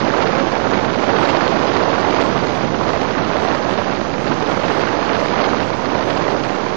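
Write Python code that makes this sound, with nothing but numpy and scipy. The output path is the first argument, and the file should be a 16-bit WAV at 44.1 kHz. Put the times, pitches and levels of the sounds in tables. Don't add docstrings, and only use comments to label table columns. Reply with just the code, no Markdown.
import sys
import numpy as np
from scipy import signal
from scipy.fft import rfft, irfft, dct
from scipy.io import wavfile
from scipy.ndimage import uniform_filter1d

SR = 44100
rng = np.random.default_rng(int(sys.argv[2]) if len(sys.argv) > 2 else 0)


def makeup_ratio(level_db):
    decades = np.asarray(level_db, float) / 20
    return 10 ** decades


def to_wav(s):
    ch = np.atleast_2d(s).T
    pcm = np.round(np.clip(ch, -1, 1) * 32767)
    wavfile.write(sys.argv[1], SR, pcm.astype(np.int16))


N = 298116


def along(table, hz, column=1):
    rows = np.array(table, float)
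    return np.interp(np.log(np.maximum(hz, 1)), np.log(rows[:, 0]), rows[:, column])


def unit(x):
    return x / np.sqrt(np.mean(x ** 2))


def walk(rate):
    hold = int(SR / rate)
    steps = np.repeat(rng.standard_normal(N // hold + 1), hold)
    return unit(uniform_filter1d(uniform_filter1d(steps, hold), hold)[:N])


def hiss(colour, db):
    hz = np.fft.rfftfreq(N, 1 / SR)
    spectrum = rfft(rng.standard_normal(N)) * makeup_ratio(along(colour, hz))
    return unit(irfft(spectrum, N)) * makeup_ratio(db)


# [Hz, dB per Hz]
OPEN_HISS = [(20, -8), (800, 0.5), (5000, -6), (7000, -13.5), (12000, -31)]


def open_input():
    return hiss(OPEN_HISS, db=-71)


# [Hz, dB per Hz]
LINK_HISS = [(20, -26), (1000, -6.5), (5300, -1), (6200, 2.5), (6800, -6), (7300, -7.5), (7700, -16),
             (9500, -33.5)]


def link_hiss(wind):
    load = np.sqrt(uniform_filter1d(wind ** 2, size=SR // 3))
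    return hiss(LINK_HISS, db=-40) * unit(load ** 0.47)


# [s, dB]
FLOW = [(0, -22.5), (.36, -20.5), (.47, -23.5), (.95, -23.2), (1.3, -19.5), (1.6, -22.2), (1.85, -21.2),
        (2.25, -22.2), (2.7, -25.5), (3.45, -22.8), (4.2, -26.5), (4.7, -22.2), (5.4, -22.8), (5.78, -26.5),
        (6.1, -23.2), (6.3, -22.8), (6.4, -26.2), (6.76, -26.2)]
# [s, dB]
PUFFS = [(.2, 1.5), (.75, 2.2), (1.2, 1.5), (1.8, 2.2), (2.2, 2.5), (2.6, 1.5), (2.9, 2.2), (3.5, 1.5),
         (3.72, 1.5), (3.9, 1.5), (4.3, 2.5), (4.5, 2.2), (5.1, 2.5), (5.42, 3.2), (5.6, 2.5), (5.96, 1.5),
         (6.52, 1.5)]
# [s, dB]
BUFFET = [(0, .1), (.6, .3), (1.15, 2.5), (2, .6), (3, 1.5), (4, -1.2), (4.25, .4), (4.8, -2.5),
          (5.4, -2.2), (6, .8), (6.76, -2.5)]


def gust_levels():
    t = np.arange(N) / SR
    times, rush_db = np.transpose(FLOW)
    gust = np.interp(t, times, rush_db - rush_db.mean())
    puff_s = .045
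    puffs = sum(db * np.exp(-((t - at) / puff_s) ** 2) for at, db in PUFFS)

    def follow(gust_share, puff_share, wander_db):
        return gust_share * gust + puff_share * puffs + wander_db * walk(9)

    low = follow(.15, .1, wander_db=.9) + np.interp(t, *np.transpose(BUFFET))
    rush = follow(1.01, .9, wander_db=.4)
    high = follow(.95, 1.1, wander_db=.6)
    return [low, rush, high]


def passing_eddies():
    eddies = walk(50) + 1.4 * walk(150) + 2.4 * walk(500)
    return unit(eddies - uniform_filter1d(eddies, size=SR // 13))


# [Hz, dB per Hz]
WIND = [(15, -40), (30, -26), (50, -14.5), (80, -6), (140, -2), (290, 1), (570, 0), (1060, -4.5),
        (2000, -14), (3500, -22), (5000, -25.5), (6000, -24)]


def turbulence(hz):
    slaps_per_s, link_top_hz = 250, 5143
    strikes = rng.random(N) < slaps_per_s / SR
    slaps = strikes * makeup_ratio(14.0 + 2.8 * rng.exponential(size=N)) * rng.choice([-1, 1], N)
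    noise = rfft(rng.standard_normal(N)) + rfft(slaps) * hz / (hz + 400)
    return noise * makeup_ratio(along(WIND, hz)) / np.sqrt(1 + (hz / link_top_hz) ** 36)


# [Hz, dB, dB]
EDDIES = [(60.9, 1.58, 0.3), (246, 0.5, 1), (635, 2.3, .6), (1993, 2.2, .8), (5235, 2.5, 1.35)]


def airflow():
    hz = np.fft.rfftfreq(N, 1 / SR)
    gusts = gust_levels()
    body_eddies, treble_eddies = passing_eddies(), passing_eddies()
    spectrum = turbulence(hz)
    roar = 0
    for k in range(-1, 17):
        centre = 25 * 2 ** (k / 2)
        octaves = np.log2(np.maximum(hz, 1) / centre)
        band = np.cos(np.pi / 2 * np.clip(2 * octaves, -1, 1)) ** 2
        place = np.interp(np.log(centre), np.log((150, 720, 3000)), [0, 1, 2])
        gust_db = sum(max(0, 1 - abs(place - j)) * gust for j, gust in enumerate(gusts))
        turn = .6 * max(0, np.log2(centre / 600))
        eddies = np.cos(turn) * body_eddies + np.sin(turn) * treble_eddies
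        shared_db = along(EDDIES, centre) * eddies
        own_db = along(EDDIES, centre, column=2) * walk(90)
        shake = unit(makeup_ratio(shared_db + own_db))
        roar = roar + makeup_ratio(gust_db) * shake * irfft(spectrum * band, N)
    return unit(roar) * makeup_ratio(-14.0)


def preamp(wind):
    clip_up, clip_down, knee = .545, .655, 8.
    top = np.where(wind > 0, clip_up, clip_down)
    clipped = wind / (1 + np.abs(wind / top) ** knee) ** (1 / knee)
    return signal.sosfilt(signal.butter(1, 12, "high", fs=SR, output="sos"), clipped)


def scene():
    wind = preamp(airflow())
    right = wind + link_hiss(wind)
    return np.array([open_input(), right])


def to_lines(blocks):
    a, b, c, d = np.split(blocks, 4, axis=-1)
    return dct(np.concatenate([-c[..., ::-1] - d, a - b[..., ::-1]], -1), 4, norm="ortho")


def to_blocks(lines):
    low, high = np.split(dct(lines, 4, norm="ortho"), 2, axis=-1)
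    return np.concatenate([high, -high[..., ::-1], -low[..., ::-1], -low], -1)


def add_strays(whole, unlike):
    count = len(unlike)
    low_hz = 7580
    top_hz = np.linspace(8000, 9600, count)
    share = np.linspace(.08, .5, count)
    luck, height = rng.random((count, 2)).T
    stray_hz = low_hz + height ** 2 * (top_hz - low_hz)
    block = np.flatnonzero(luck < share)
    hop = whole.shape[-1]
    place = block, (stray_hz[block] * 2 * hop / SR).astype(int)
    whole[0][place], whole[1][place] = 1, unlike[block] - 1.


# [Hz, dB]
STEP = [(50, -26.5), (800, -24), (2500, -25.5), (5400, -31.5), (7000, -33), (8000, -32.5), (9500, -37.5)]
UNLIKE = [.23, .37, .42, .51, .74, .93, 1.86, 2.65, 2.97, 3.02, 3.34, 3.44, 3.62, 3.67, 3.9, 4.55, 4.69,
          5.2, 5.25, 5.43, 5.53, 6.41, 6.5, 6.64, 6.78]


def recorder_rounding(x):
    hop, start = 2048, 110
    count = N // hop + 2
    window = np.sin(np.pi * (np.arange(2 * hop) + .5) / (2 * hop))
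    pair = np.array([x[0] + x[1], x[0] - x[1]]) / 2
    pair = np.pad(pair, ((0, 0), (hop - start, 3 * hop)))
    index = np.arange(count)[:, None] * hop + np.arange(2 * hop)
    lines = to_lines(pair[:, index] * window)
    loud = np.sqrt(np.mean(lines[0] ** 2, -1, keepdims=True)) + 1e-9
    line_hz = (np.arange(hop) + .5) * SR / 2 / hop
    step = makeup_ratio(along(STEP, line_hz)) * (loud / loud.mean()) ** 0.74
    steps = np.array([step, step])
    unlike = np.isin(np.arange(count), np.round(np.multiply(UNLIKE, SR / hop)))
    steps[1, unlike] *= makeup_ratio(1.0)
    whole = np.round(lines / steps)
    add_strays(whole, unlike)
    blocks = to_blocks(whole * steps) * window
    first = np.pad(blocks[..., :hop], ((0, 0), (0, 1), (0, 0)))
    second = np.pad(blocks[..., hop:], ((0, 0), (1, 0), (0, 0)))
    mid, side = (first + second).reshape(2, -1)[:, hop - start:][:, :N]
    return np.array([mid + side, mid - side])


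def roll_off(x):
    return signal.sosfilt(signal.butter(12, 9600, fs=SR, output="sos"), x)


def record(dry):
    offsets = np.array([[.0029], [.0154]])
    mix = recorder_rounding(dry) + offsets
    return roll_off(mix)


dry = scene()
out = record(dry)
to_wav(out)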